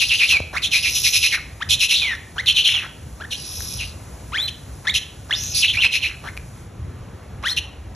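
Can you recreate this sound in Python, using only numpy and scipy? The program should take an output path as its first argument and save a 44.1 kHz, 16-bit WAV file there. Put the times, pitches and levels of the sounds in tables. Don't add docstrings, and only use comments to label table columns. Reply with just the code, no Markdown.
import sys
import numpy as np
from scipy import signal
from scipy.fft import rfft, irfft
from scipy.io import wavfile
from scipy.ndimage import uniform_filter1d

SR = 44100
rng = np.random.default_rng(int(sys.argv[2]) if len(sys.argv) > 2 else 0)


def wav_out(sig):
    wavfile.write(sys.argv[1], SR, np.round(np.clip(np.atleast_2d(sig).T, -1, 1) * 32767).astype(np.int16))


def ratio_of_db(decibels):
    return 10 ** (np.asarray(decibels, float) / 20)


N = 350595

# (frequency [Hz], relative density [dB])
WOODS = [(55, -1.5), (75, 1.5), (120, -8), (250, -16.5), (700, -23), (2000, -31.5), (7000, -48),
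         (11000, -66)]
WOODS_RMS_DB = -38
# (time [s], rms level [dB])
RUSTLE = [(6.3, -52), (6.62, -53.5), (6.7, -61)]

# (time [s], mean pace [bursts per s])
FLUTTER = [(0, 291), (1.4, 271), (1.599, 300), (2.7, 278), (3.401, 376), (5.52, 290), (5.6, 308),
           (5.669, 250)]
# (frequency [Hz], pole width [Hz], relative level [dB])
THROAT = [(2550, 315, 1), (3300, 1120, -5), (4167, 710, 0.5)]
MOUTH = [(5590, 1810, 8), (8220, 1230, -6), (10360, 1920, 3), (11600, 1200, -35)]

# (start [s], length [s], effort at height [dB], whistle at height [Hz], treble re effort at height [dB])
SCREAMS = [(0, 0.38, -28, 4490, -1), (0.777, 0.6, -28, 5865, 3), (3.36, 0.57, -40.5, 5600, 6),
           (5.35, 0.25, -26.5, 6250, -8.5), (5.542, 0.093, -21.5, 4600, 2), (7.455, .09, -37, 4500, 4)]
SCREAM_END_HZ, SCREAM_END_DB, SCREAM_END_TREBLE_DB, SCREAM_DYING_DB = 4000, -1.5, -10, -10
SCREAM_LEAN, SCREAM_FLAT = .85, .6
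# (start [s], length [s], peak effort [dB], first pitch [Hz], last pitch [Hz])
CROAKS = [(0.529, 0.071, -29.5, 897, 2610), (2.358, .026, -38.5, 1000, 1498),
          (4.846, .026, -39, 1100, 1800), (3.195, .035, -44, 700, 1000), (5.292, .018, -38, 1000, 1500),
          (6.234, .075, -38, 999, 1901), (7.428, .025, -38, 1000, 1507)]
CROAK_TREBLE_DB = -13
# (start [s], length [s], first effort [dB], first pitch [Hz], last pitch [Hz])
GROANS = [(1.336, 0.058, -19, 2187, 1206), (1.939, 0.22, -14.5, 3712, 1400), (2.68, .19, -16, 2950, 1300),
          (6.081, .08, -31, 2336, 1287)]
GROAN_FADE_DB, GROAN_FADE_BEND, GROAN_SAG_BEND, GROAN_TREBLE_DB = -22.5, 1.2, 2.6, -14

# (loudest time [s], length [s], top effort [dB], lowest whistle [Hz], treble re effort [dB])
YELPS = [(.024, 0.065, -13.5, 2600, -9.5), (.125, 0.088, -11.5, 2650, -24), (0.224, 0.096, -11, 2450, -22),
         (.309, .062, -12, 2700, -10.5), (0.649, 0.063, -15.5, 3300, -12), (.752, 0.093, -13.5, 2400, -9.5),
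         (0.863, 0.089, -16.5, 2450, -13), (0.97, .067, -25.5, 2900, 4), (1.063, 0.072, -18.5, 2400, 0),
         (1.156, .074, -16, 2450, -2), (1.249, 0.081, -13, 2500, -7), (1.334, 0.068, -18, 2200, -11),
         (1.721, 0.068, -12, 3300, -7), (1.828, 0.082, -15, 2550, -6), (1.919, .076, -14.5, 2600, -8),
         (2.491, 0.067, -8, 3000, -18.5), (2.586, 0.082, -9.5, 2900, -17.5),
         (2.667, 0.063, -9, 3000, -18.5), (3.331, 0.059, -25.5, 2900, -10), (3.818, .082, -28, 2550, -19),
         (4.486, 0.018, -20.5, 3000, -16), (4.961, 0.051, -15, 2900, -9), (5.643, .053, -9, 2650, -19.5),
         (5.696, 0.062, -12.5, 3100, -22), (5.747, .05, -22, 2300, -12), (5.837, 0.07, -9.5, 2550, -20.5),
         (5.95, .078, -15.5, 2500, -13), (6.048, 0.072, -15.5, 2450, -19), (7.579, 0.03, -14, 2803, -15)]
YELP_RISE_SHARE = .45

# (start [s], length [s], first level [dB], first pitch [Hz], last pitch [Hz])
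SQUEALS = [(0.322, .061, -17, 2620, 2287), (2.008, 0.14, -25, 2646, 1675),
           (2.736, 0.064, -21.5, 3706, 2480), (5.768, .05, -21, 2230, 3200),
           (5.844, 0.027, -14, 2523, 2575)]
SQUEAL_FADE_DB, SQUEAL_SLIDE_BEND = -4, .85
# (start [s], length [s], level once open [dB], first pitch [Hz], last pitch [Hz])
WHOOPS = [(0.564, 0.021, -25.5, 1710, 2720), (1.601, .033, -27.5, 699.7, 2020),
          (2.38, .033, -26, 1420, 2265), (3.199, .028, -35, 1150, 1800), (3.236, 0.021, -35, 1407, 1960),
          (4.318, 0.051, -27, 880, 2000), (4.368, .012, -26, 1906, 2490), (4.869, .031, -23, 1657, 2380),
          (5.307, 0.018, -25.5, 1497, 2308), (6.272, 0.019, -34, 1384, 2248),
          (7.435, 0.047, -25.5, 960, 2113)]
WHOOP_OPEN_HZ, WHOOP_MUFFLE_DB_PER_OCTAVE = 1726, 17
WHOOP_FULL_DB, WHOOP_DULLING_DB_PER_DB = -24, 1.1
# (frequency [Hz], gain [dB])
WHOOP_THROAT = [(1500, -3), (3200, 3.5), (4500, -6), (7000, -8.5), (13000, -7.5)]
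# (start [s], length [s], level under the accent [dB], first pitch [Hz], highest pitch [Hz])
BREAKS = [(4.377, 0.094, -29.5, 3006, 4040), (4.895, .019, -28, 2980, 3840), (5.325, .03, -27, 2600, 3650),
          (7.479, 0.058, -30.5, 2857, 4280)]
BREAK_ACCENT_DB, BREAK_ACCENT_S, BREAK_CREST_SHARE = 10.5, 0.013, .85
THIN_DB = -8
WOBBLE_SHARE = .012

# (time [s], ring onset level [dB], ring [Hz], t60 [s])
SNAPS = [(.403, -13, 570, 0.01), (0.406, -20.5, 85, 0.13), (3.606, -23.5, 1620, 0.0061),
         (6.369, -28, 2600, 0.008), (6.375, -21.5, 2400, 0.014)]

# (frequency [Hz], phase [half turns])
CHANNEL_PHASE = [(60, 0), (700, -.17), (1500, 0), (3800, .12), (4400, .4), (4850, 1), (5200, 1.7),
                 (5600, 2), (6400, 2), (8300, 3), (9550, 3), (9700, 4), (10300, 4.1), (10950, 5),
                 (11600, 6), (13100, 6), (14300, 7)]
# (frequency [Hz], correlation [0 to 1])
ALIKE = [(130, 1), (700, .62), (1300, .96), (3800, .9), (4900, .85), (5600, 1), (6400, 1), (7400, .5),
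         (8300, 1), (9700, 1), (10800, .6), (11800, 1)]
# (frequency [Hz], level difference [dB])
BALANCE_DB = [(130, 0), (400, 3.5), (1000, 0)]
# (frequency [Hz], gain [dB])
MICROPHONE = [(25, -25), (58, -0.5), (12300, -1.5), (12600, -22), (15000, -4)]


def evened(x):
    return x / np.sqrt(np.mean(x ** 2) + 1e-20)


def read(points, hz):
    f, value = np.transpose(points)
    return np.interp(np.log(hz + 1), np.log(f + 1), value)


def wander(size, span):
    noise = rng.standard_normal(size)
    return evened(uniform_filter1d(uniform_filter1d(noise, span), span))


def resonate(x, hz, width_hz):
    turn = np.exp(2j * np.pi * np.cumsum(hz * np.ones(len(x))) / SR)
    r = np.exp(-np.pi * width_hz / SR)
    return 2 * (turn * signal.lfilter([(1 - r) ** 2], [1, -2 * r, r * r], x / turn)).real


def through(x, modes):
    total = 0
    for k, (hz, width_hz, db) in enumerate(modes):
        total = total + (-1) ** k * ratio_of_db(db) * resonate(x, hz, width_hz)
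    return evened(total)


def rasp(effort, hz, treble_db, air, cycles, throat_db, blur_hz,
         jitter=.04, shimmer_db=1.5, leak=.07, octave_db=-6):
    pace_hz = np.interp(np.arange(N) / SR, *np.transpose(FLUTTER)) * (1 + jitter * wander(N, span=120))
    turns = np.cumsum(pace_hz) / SR
    index = turns.astype(int)
    strength = ratio_of_db(shimmer_db * rng.standard_normal(4000))[index]
    age = turns % 1 * hz / pace_hz / cycles
    burst = strength * (age * np.exp(1 - age)) ** 2 + leak
    angle = 2 * np.pi * np.cumsum(hz + blur_hz * wander(N, span=40)) / SR
    angle += .5 * rng.standard_normal(4000)[index]
    pulses = evened(np.diff(np.floor(turns), prepend=0) * strength)
    breath = (1 - air) * pulses + air * evened(burst * rng.standard_normal(N))
    whistle = evened(burst * np.cos(angle))
    octave = evened(burst ** 2 * np.cos(2 * angle))
    low = whistle + ratio_of_db(throat_db + treble_db / 2) * through(breath, THROAT)
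    treble = through(breath, MOUTH) + ratio_of_db(octave_db) * octave
    return effort * (evened(low) + ratio_of_db(treble_db) * treble)


def woods():
    frames, hz = N // 256 + 5, np.fft.rfftfreq(1024, 1 / SR)
    real, imag = rng.standard_normal((2, 2, len(hz), frames))
    patches = rng.standard_normal((len(hz), frames))
    patches = evened(uniform_filter1d(uniform_filter1d(patches, size=10, axis=0), size=14, axis=1))
    lumps = wander(frames, span=12) / (1 + (hz[:, None] / 150) ** 2)
    flicker_db = 1.2 * patches + 2.5 * lumps
    spectra = (real + 1j * imag) * ratio_of_db(read(WOODS, hz)[:, None] + flicker_db)
    hiss = signal.istft(spectra, nperseg=1024, noverlap=768)[1][:, :N]
    leaf_modes = [(7450, 7900, -5), (10750, 620, -6)]
    leaves = [through(noise, leaf_modes) for noise in rng.standard_normal((2, N))]
    rustle_db = np.interp(np.arange(N) / SR, *np.transpose(RUSTLE))
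    return ratio_of_db(WOODS_RMS_DB) * evened(hiss) + ratio_of_db(rustle_db) * leaves


def screams():
    effort, hz, treble_db = np.zeros(N), np.full(N, 2600.), np.zeros(N)

    def during(start_s, length_s):
        at = slice(round(start_s * SR), round((start_s + length_s) * SR))
        return at, np.linspace(0, 1, at.stop - at.start)

    for start_s, length_s, db, top_hz, bright_db in SCREAMS:
        at, u = during(start_s, length_s)
        low = 1 - abs(np.sin(np.pi * u ** SCREAM_LEAN)) ** SCREAM_FLAT
        effort[at] = ratio_of_db(db + SCREAM_END_DB * low + SCREAM_DYING_DB * u ** 10.6)
        hz[at] = top_hz + (SCREAM_END_HZ - top_hz) * low
        treble_db[at] = bright_db + SCREAM_END_TREBLE_DB * low
    for start_s, length_s, db, first_hz, last_hz in GROANS:
        at, u = during(start_s, length_s)
        effort[at] = ratio_of_db(db + GROAN_FADE_DB * u ** GROAN_FADE_BEND)
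        hz[at] = first_hz + (last_hz - first_hz) * u ** GROAN_SAG_BEND
        treble_db[at] = GROAN_TREBLE_DB
    for start_s, length_s, db, first_hz, last_hz in CROAKS:
        at, u = during(start_s, length_s)
        effort[at] = ratio_of_db(db) * abs(np.sin(np.pi * u)) ** .5
        hz[at] = first_hz + (last_hz - first_hz) * u
        treble_db[at] = CROAK_TREBLE_DB
    effort = uniform_filter1d(effort, size=400)
    return rasp(effort, hz, treble_db, air=.75, cycles=2.6, throat_db=-6, blur_hz=350)


def yelps(edge_db=-15, swoop_share=.5, lift_share=.2):
    t = np.arange(N) / SR
    effort, hz, treble_db = np.zeros(N), np.full(N, 2600.), np.zeros(N)
    for top_s, length_s, db, low_hz, bright_db in YELPS:
        side_share = np.where(t < top_s, YELP_RISE_SHARE, 1 - YELP_RISE_SHARE)
        off = (t - top_s) / length_s / side_share
        on = abs(off) < 1
        off = off[on]
        effort[on] = ratio_of_db(db + edge_db * abs(off) ** 2.6)
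        hz[on] = low_hz * (1 + np.where(off < 0, swoop_share, lift_share) * off ** 2)
        treble_db[on] = bright_db
    effort = uniform_filter1d(effort, size=200)
    return rasp(effort, hz, treble_db, air=.55, cycles=3.4, throat_db=2, blur_hz=130)


def trunks(x, t60_s=0.5, treble_t60_s=0.35):
    taps = rng.choice([-1., 1.], SR) * (rng.random(SR) < .05) * (np.arange(SR) > 300)
    hz, t, z = signal.stft(taps, SR, nperseg=256)
    decay_s = read([(2000, t60_s), (10000, treble_t60_s)], hz)[:, None]
    tail = signal.istft(z * ratio_of_db(-60 * t / decay_s), SR, nperseg=256)[1]
    return signal.fftconvolve(x, tail / np.linalg.norm(tail))[:N]


def glides():
    for start_s, length_s, db, first_hz, last_hz in SQUEALS:
        u = np.linspace(0, 1, round(length_s * SR))
        hz = first_hz + (last_hz - first_hz) * u ** SQUEAL_SLIDE_BEND
        yield start_s, hz, db + SQUEAL_FADE_DB * u, THIN_DB
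    for start_s, length_s, db, first_hz, last_hz in WHOOPS:
        u = np.linspace(0, 1, round(length_s * SR))
        hz = first_hz + (last_hz - first_hz) * u
        muffle_db = WHOOP_MUFFLE_DB_PER_OCTAVE * np.minimum(np.log2(hz / WHOOP_OPEN_HZ), 0)
        yield start_s, hz, db + muffle_db, WHOOP_DULLING_DB_PER_DB * min(db - WHOOP_FULL_DB, 0)
    for start_s, length_s, db, first_hz, top_hz in BREAKS:
        u = np.linspace(0, 1, round(length_s * SR))
        hz = first_hz + (top_hz - first_hz) * (1 - (1 - u / BREAK_CREST_SHARE) ** 2)
        accent_db = BREAK_ACCENT_DB * np.exp(-u * length_s / BREAK_ACCENT_S)
        yield start_s, hz, db + accent_db, THIN_DB


def whoops(slope_db=-5, flicker_db=2.2, waver_share=.009, hoarse_rad=.25, breath_db=-14, hiss_db=-23):
    out = np.zeros(N)
    noise = rng.standard_normal(N)
    breath = ratio_of_db(breath_db) * through(noise, THROAT + [(1270, 2450, 0)])
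    air = breath + ratio_of_db(hiss_db) * through(noise, MOUTH)
    for start_s, hz, db, overtone_db in glides():
        size, start = len(hz), round(start_s * SR)
        at = slice(start, start + size)
        hz = hz * (1 + waver_share * wander(size, span=70) + WOBBLE_SHARE * wander(size, span=350))
        angle = 2 * np.pi * np.cumsum(hz) / SR
        shake = hoarse_rad * wander(size, span=25)
        stack = np.zeros(size)
        for k in range(1, 6):
            throat_db = read(WHOOP_THROAT, k * hz) - read(WHOOP_THROAT, hz)
            partial_db = slope_db * (k - 1.5) + overtone_db * (k > 1) + throat_db
            stack += ratio_of_db(partial_db) * np.cos(k * angle + (k - 1) * shake)
        level = ratio_of_db(db + flicker_db * wander(size, span=90))
        out[at] += level * (np.sqrt(2) * stack + air[at]) * signal.windows.tukey(size, .2)
    return out


def snaps(crack=1.0):
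    out, t = np.zeros(N), np.arange(6000) / SR
    for start_s, db, hz, t60_s in SNAPS:
        ring = ratio_of_db(-60 * t / t60_s) * np.sin(2 * np.pi * hz * t)
        click = crack * min(hz / 2000, 1) * np.exp(-t / 0.00033) * rng.standard_normal(len(t))
        out[round(start_s * SR):][:len(t)] += ratio_of_db(db) * (ring + click)
    return out


def scene():
    near = screams() + yelps() + whoops() + snaps()
    shared, other = woods()
    wet = near + ratio_of_db(-12.5) * trunks(near)
    shared = rfft(shared + wet)
    other = rfft(other + wet * wander(N, span=150))
    hz = np.fft.rfftfreq(N, 1 / SR)
    spread = np.arccos(np.clip(read(ALIKE, hz), 0, 1)) / 2
    tilt = np.exp(.5j * np.pi * read(CHANNEL_PHASE, hz)) * ratio_of_db(read(BALANCE_DB, hz) / 2)
    response = ratio_of_db(read(MICROPHONE, hz))
    mid = response * np.cos(spread) * shared
    side = response * np.sin(spread) * other
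    return irfft([(mid + side) * tilt, (mid - side) / tilt], N)


def roll_off(x):
    return signal.sosfilt(signal.butter(12, 15750, fs=SR, output="sos"), x)


def record(dry, knee_db=-34, share=0.18, recover_db_per_s=17.5, gain_db=5):
    power_db = 10 * np.log10(abs(uniform_filter1d((dry ** 2).mean(0), size=2000)) + 1e-12)
    fall_db = np.arange(N) * recover_db_per_s / SR
    held_db = np.maximum.accumulate(power_db + fall_db) - fall_db
    over_db = np.maximum(held_db - knee_db, 0)
    ducked = dry * ratio_of_db(gain_db - share * uniform_filter1d(over_db, size=2000))
    mix = 1.2 * np.tanh(ducked / 1.2)
    return roll_off(mix)


dry = scene()
out = record(dry)
wav_out(out)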